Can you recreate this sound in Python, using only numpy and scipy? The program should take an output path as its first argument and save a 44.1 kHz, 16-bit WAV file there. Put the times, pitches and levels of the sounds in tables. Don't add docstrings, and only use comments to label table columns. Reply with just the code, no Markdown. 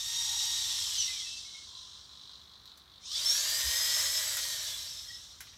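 import sys
import numpy as np
from scipy import signal
from scipy.fft import rfft, irfft, next_fast_len
from scipy.io import wavfile

SR = 44100
rng = np.random.default_rng(int(sys.argv[2]) if len(sys.argv) > 2 else 0)


def wav_out(sig):
    wavfile.write(sys.argv[1], SR, np.round(np.clip(np.atleast_2d(sig).T, -1, 1) * 32767).astype(np.int16))


N = 245637
TIME = np.arange(N) / SR
CONTROL_HZ = 49.7


def from_db(db):
    return 10 ** (np.asarray(db) / 20)


def rms_one(x):
    return x / np.sqrt(np.mean(x ** 2) + 1e-20)


def gain_at(spectrum, hz):
    f, db = np.transpose(spectrum)
    return from_db(np.interp(np.log(hz + 1), np.log(f), db))


def coloured(x, spectrum):
    size = next_fast_len(N)
    hz = np.arange(size // 2 + 1) * SR / size + 1
    lowest_hz, highest_hz = spectrum[0][0], spectrum[-1][0]
    skirts = np.minimum(1, np.minimum(hz / lowest_hz, highest_hz / hz)) ** 8
    shaped = rfft(x, size) * gain_at(spectrum, hz) * skirts
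    return rms_one(irfft(shaped, size)[:N])


def noise():
    return rng.standard_normal(N)


def drift(rate):
    step = 40
    r = np.exp(-2 * step * np.pi * rate / SR)
    points = rng.standard_normal(N // step + 2002)
    slow = signal.lfilter([1], [1, -2 * r, r * r], points)[2000:]
    return np.interp(np.arange(N) / step, np.arange(len(slow)), rms_one(slow))


def resonate(x, hz, width_hz):
    b, a = signal.iirpeak(hz, hz / width_hz, fs=SR)
    return rms_one(signal.lfilter(b, a, x))


def impacts(per_s, spread_db):
    struck = rng.random(N) < per_s / SR
    force = from_db(spread_db * np.clip(noise(), -2, 2))
    return struck * rng.choice([-1, 1], N) * force


def envelope(start, attack_s, end, release_s):
    return np.clip((TIME - start) / attack_s, 0, 1) * np.exp(-np.maximum(TIME - end, 0) / release_s)


def load_gain(load):
    attack_s, release_s = 0.061, 0.42
    s, db = np.transpose(load)
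    return from_db(np.interp(TIME, s, db)) * envelope(s[0] - attack_s / 2, attack_s, s[-1], release_s)


def pace(servo):
    start, spin_up_s, brake_at, brake_s = servo[:4]
    spin_up = 1 - np.exp(-np.maximum(TIME - start, 0) / spin_up_s)
    return spin_up / (1 + (np.maximum(TIME - brake_at, 0) / brake_s) ** 3)


def arm_pace(servos):
    return np.mean([pace(servo) for servo in servos], axis=0)


# (f/Hz, level/dB)
CASE = [(550, -42), (900, -9), (1500, -17.5), (2050, -1), (2380, -8.5), (2680, -9.5), (3050, -7),
        (3700, -4.5), (5600, -1), (6700, -0.5), (7750, -12), (9800, -14), (12500, -11), (16000, -39)]
WHINE_ONSET, WHINE_ONSET_WIDTH = 0.55, 0.077
PULSING = 0.74
SPIN_UP_DB = 9


def whine(servo, orders, jitter, hunting, flutter_db, speed_power, fade_db_per_s):
    brake_at, top_hz = servo[2], servo[4]
    share = pace(servo)
    throttled = np.tanh(7 * (1 - share))
    unevenness = (jitter + hunting * throttled) * drift(57.2)
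    speed = top_hz * share * (1 + unevenness)
    turn = 2 * np.pi * np.cumsum(speed) / SR
    tones = 0
    for multiple, level_db in orders:
        k = round(multiple)
        strength = from_db(level_db + flutter_db * drift(21.7)) * gain_at(CASE, k * speed)
        tones = tones + strength * np.sin(k * turn + rng.uniform(0, 2 * np.pi))
    singing = share ** speed_power / (1 + np.exp((WHINE_ONSET - share) / WHINE_ONSET_WIDTH))
    throb = 1 + PULSING * throttled * np.cos(2 * np.pi * (CONTROL_HZ * TIME + rng.random()))
    torque_db = np.where(TIME < brake_at, SPIN_UP_DB * (1 - share), -fade_db_per_s * (TIME - brake_at))
    return tones * singing * throb * from_db(torque_db)


# (f/Hz, width f/Hz, level/dB)
HOUSING = [(3804, 130, -52), (4020, 240, -31), (5600, 270, -20), (6140, 59, -44)]
# (f/Hz, level/dB)
RASP = [(1590, -65), (2700, -13.5), (2860, -12), (3120, -3.5), (3750, 2.5), (4290, -1), (4800, -5),
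        (5420, 2), (7200, -9.5), (9360, -16), (15800, -120)]
# (f/Hz, level/dB)
TICKS = [(3650, -43), (6200, -11), (6820, -7.5), (7800, -1.5), (8520, -9), (10300, -10), (12700, -5.5),
         (16000, -20)]


def gears(speed, rumble_colour, rasp_db, tick_db, rumble_db, tick_tilt_db, tick_power, rumble_power):
    teeth = impacts(per_s=6000, spread_db=0.5) * from_db(0.59 * drift(7.1))
    rings = sum(from_db(db) * resonate(teeth, hz, width) for hz, width, db in HOUSING)
    sliding = coloured(impacts(per_s=9000, spread_db=-1) * from_db(1.3 * drift(19)), RASP)
    housing = (sliding + rings) * from_db(rasp_db)
    tick_colour = [(hz, db + tick_tilt_db * np.log2(hz)) for hz, db in TICKS]
    ticks = coloured(teeth, tick_colour) * from_db(tick_db) * speed ** tick_power
    rumble = coloured(impacts(per_s=1100, spread_db=0), rumble_colour)
    shells = rumble * from_db(rumble_db) * speed ** rumble_power
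    return housing + ticks + shells


def chatter(speed, count):
    width_hz = 41
    rings = 0
    for hz in np.geomspace(3155, 6125, count):
        blows = impacts(per_s=2.2, spread_db=2) + 1e-12
        rings = rings + resonate(resonate(blows, hz, width_hz), hz, width_hz)
    return rms_one(rings) * 4 * speed * (1 - speed)


# (start t/s, spin-up t/s, braking begins t/s, braking to half speed t/s, top shaft f/Hz)
LIFT_SERVOS = [(-.45, .15, .27, 1.02, 473), (-.6, .15, .54, .72, 477)]
# (multiple of the shaft rate, level/dB)
LEAD_ORDERS = [(2, -17.5), (4, -19), (8, 1), (10, -6), (12, -9.5), (14, -10)]
LAG_ORDERS = [(2, -28), (4, -19), (8, -5), (12, -7), (16, -11)]
# (f/Hz, level/dB)
LIFT_RUMBLE = [(180, -62), (300, -54), (529, -16), (618, -28), (960, -10.5), (1520, -14.5), (1880, -6.5),
               (2310, -10), (3100, -5), (4030, -4), (6820, -120)]
# (t/s, level/dB)
LIFT_LOAD = [(0.0, -29.5), (0.03, -37), (0.14, -34), (1.04, -32.5), (1.53, -45.5), (2.04, -53.5),
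             (2.05, -54.5)]


def lift():
    lead, lag = LIFT_SERVOS
    speed = arm_pace(LIFT_SERVOS)
    lead_tones = whine(lead, LEAD_ORDERS, jitter=0.0028, hunting=0.0038, flutter_db=2,
                       speed_power=3.6, fade_db_per_s=4.5)
    lag_tones = whine(lag, LAG_ORDERS, jitter=0.0021, hunting=0.0103, flutter_db=1.5,
                      speed_power=0.84, fade_db_per_s=4.5)
    teeth = gears(speed, LIFT_RUMBLE, rasp_db=-2.5, tick_db=-9.0, rumble_db=-15,
                  tick_tilt_db=-10.5, tick_power=1.56, rumble_power=1.0)
    rattle = from_db(-8.5) * chatter(speed, count=24)
    return (lead_tones + lag_tones + teeth + rattle) * load_gain(LIFT_LOAD)


# (f/Hz, level/dB)
SHAKE_COLOUR = [(45, -2), (68, 2), (95, 1.5), (135, -6)]
SHAKE_REST_DB, SHAKE_ADDED_DB = -79.5, -63
THUD_S, THUD_HZ, THUD_DB, THUD_WIDTH_S = 3.675, 66, -39, 0.026


def stand():
    age = TIME - THUD_S
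    thud = from_db(THUD_DB) * np.exp(-(age / THUD_WIDTH_S) ** 2) * np.sin(2 * np.pi * THUD_HZ * age)
    moving = arm_pace(LIFT_SERVOS) + arm_pace(LOWER_SERVOS)
    shake = from_db(SHAKE_REST_DB) + from_db(SHAKE_ADDED_DB) * moving
    return thud + coloured(noise(), SHAKE_COLOUR) * shake


# (f/Hz, level/dB)
ROOM_TONE = [(30, -24.5), (60, 3.5), (120, -4.5), (220, -8.5), (500, -15), (900, -22.5)]
# (f/Hz, level/dB)
HISS = [(400, -15), (1200, -1), (6000, -23.5), (15000, -19.5)]


def still_air():
    return from_db(-67.5) * coloured(noise(), ROOM_TONE) + from_db(-67) * coloured(noise(), HISS)


def groan():
    start_s, attack_s, decay_s = 0.23, 0.053, 0.25
    hz, width_hz = 848, 75
    slips = resonate(impacts(per_s=700, spread_db=-0.5), hz, width_hz)
    level = from_db(-55.5) * envelope(start_s, attack_s, start_s + attack_s, decay_s)
    return resonate(slips, hz, 2 * width_hz) * level


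# (t/s, length t/s, f/Hz, glide in f/Hz per second, level/dB)
WHISTLES = [(0.772, 0.03, 5550, 1.5, -38), (0.959, 0.065, 3170, -3500, -42), (.97, 0.08, 6200, -7500, -35),
            (1.064, 0.045, 2038, -7, -49), (1.242, 0.15, 2660, 0, -53.5), (1.447, .16, 2176, 5, -59.5),
            (3.238, 0.09, 5280, 3500, -27.5), (3.916, 0.21, 5235, 0, -40.5),
            (4.218, .1, 7850, -1000, -39.5), (4.4, 0.16, 4530, 0, -45), (4.679, 0.069, 3620, -2500, -43.5),
            (4.86, 0.32, 5230, 7, -50.5), (5.062, .08, 1927, 0, -57)]


def whistles(attack_s, release_s, waver, flutter_db, throb_depth):
    tones = 0
    for s, length, hz, glide, db in WHISTLES:
        pitch = (hz + glide * np.clip(TIME - s, 0, length)) * (1 + waver * drift(42.8))
        level = from_db(db + flutter_db * drift(30)) * envelope(s, attack_s, s + length, release_s)
        tones = tones + level * np.sin(2 * np.pi * np.cumsum(pitch) / SR)
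    return tones * (1 + throb_depth * np.cos(2 * np.pi * CONTROL_HZ * TIME))


# (f/Hz, level/dB)
HOLD_COLOUR = [(700, -42), (900, -24.5), (1060, 0), (1450, -42), (2600, -22.5), (3450, 2), (4050, 5.5),
               (4700, -5.5), (5600, -13), (9000, -26)]
HOLD_FROM_S, HOLD_SWELL_S, HOLD_UNTIL_S, HOLD_RELEASE_S = 1.0, 0.79, 2.98, 0.014
HOLD_DB, HOLD_EASE_DB_PER_S = -51.5, 2


def holding_buzz(burst_s, uneven_db):
    since_pulse = TIME % (1 / CONTROL_HZ)
    kicks = np.exp(-since_pulse / burst_s) * from_db(uneven_db * drift(5.4))
    effort = from_db(HOLD_DB - HOLD_EASE_DB_PER_S * (TIME - HOLD_FROM_S))
    swell = envelope(HOLD_FROM_S, HOLD_SWELL_S, HOLD_UNTIL_S, HOLD_RELEASE_S)
    return coloured(noise() * kicks, HOLD_COLOUR) * effort * swell


# (t/s, snap level/dB, shell knock level/dB)
CLICKS = [(2.656, -57.5, -67), (2.774, -54, -67), (3.499, -34, -46), (4.369, -31.5, -35.5),
          (5.406, -40, -43.5), (5.470, -73, -55.5), (5.532, -64, -55.5)]
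# (f/Hz, level/dB)
SNAP = [(3000, 1), (6000, 8), (9000, -0.5), (13000, 5), (16000, -4)]
KNOCK = [(300, -16), (1000, 3.5), (1900, 13.5), (3000, 8.5), (4000, -24), (6200, -37), (9000, -13)]


def joints(snap_s, knock_s):
    snap_noise, knock_noise = coloured(noise(), SNAP), coloured(noise(), KNOCK)
    clicks = 0
    for s, snap_db, knock_db in CLICKS:
        age = np.maximum(TIME - s, 0)
        snap = snap_noise * from_db(snap_db) * np.exp(-age / snap_s)
        knock = knock_noise * from_db(knock_db) * np.exp(-age / knock_s)
        clicks = clicks + (TIME >= s) * (snap + knock)
    return clicks


# (start t/s, spin-up t/s, braking begins t/s, braking to half speed t/s, top shaft f/Hz)
LOWER_SERVOS = [(2.894, .242, 3.915, 1.345, 661), (3.06, .19, 3.76, 1.22, 640),
                (3.031, .22, 3.95, 1.5, 653)]
# (multiple of the shaft rate, level/dB)
LOWER_LEAD_ORDERS = [(3, -12.5), (8, -5), (10, -14), (12, -8), (20, -8)]
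LOWER_LAG_ORDERS = [(8, -6), (12, -8.5), (20, -6)]
SHOULDER_ORDERS = [(3, -6.5), (5, -8), (7, -9.5), (8, -21), (10, -8), (12, -13)]
# (f/Hz, level/dB)
LOWER_RUMBLE = [(160, -50), (280, -45), (349, -13.5), (445, -24.5), (522, -8), (672, -10.5), (773, -20.5),
                (955, -8.5), (1430, -10), (1760, -1.5), (1890, -7.5), (2050, -3), (2750, -10), (3100, -5.5),
                (4030, -13), (6820, -120)]
# (t/s, level/dB)
LOWER_LOAD = [(3.02, -46), (3.05, -44.5), (3.15, -33), (3.27, -32), (3.66, -32), (3.98, -31.5), (4.7, -37),
              (5.16, -46.5), (5.36, -51)]


def lower():
    lead, lag, shoulder = LOWER_SERVOS
    speed = arm_pace(LOWER_SERVOS)
    lead_tones = whine(lead, LOWER_LEAD_ORDERS, jitter=0.002, hunting=0.00714, flutter_db=3,
                       speed_power=0.14, fade_db_per_s=8.5)
    lag_tones = whine(lag, LOWER_LAG_ORDERS, jitter=0.002, hunting=0.0078, flutter_db=4.0,
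                      speed_power=0.2, fade_db_per_s=6)
    shoulder_tones = whine(shoulder, SHOULDER_ORDERS, jitter=0.0018, hunting=0.00766, flutter_db=2.0,
                           speed_power=2.8, fade_db_per_s=6)
    teeth = gears(speed, LOWER_RUMBLE, rasp_db=-3.0, tick_db=-4.5, rumble_db=-11,
                  tick_tilt_db=-4.9, tick_power=2.0, rumble_power=1.97)
    rattle = from_db(-8.0) * chatter(speed, count=24)
    return (lead_tones + lag_tones + shoulder_tones + teeth + rattle) * load_gain(LOWER_LOAD)


def room(x, wet_db, t60_s):
    age = TIME[:SR // 2]
    tail = rng.standard_normal(len(age)) * from_db(-60 * age / t60_s) * (age > 0.003)
    echo = signal.fftconvolve(x, tail / np.linalg.norm(tail))[:N]
    wet = from_db(wet_db)
    return (x + wet * echo) / np.hypot(1, wet)


def scene():
    whistling = whistles(attack_s=0.015, release_s=0.025, waver=0.007, flutter_db=4.5, throb_depth=0.45)
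    buzz = holding_buzz(burst_s=0.011, uneven_db=2.4)
    clicks = joints(snap_s=0.0086, knock_s=0.013)
    robot = room(lift() + groan() + whistling + buzz + clicks + lower(), wet_db=-5, t60_s=0.2)
    return np.tile(robot + stand() + still_air(), (2, 1))


def record(dry):
    low_pass = signal.ellip(10, 0.1, 80, 15800, fs=SR, output="sos")
    return signal.sosfilt(low_pass, dry)


dry = scene()
out = record(dry)
wav_out(out)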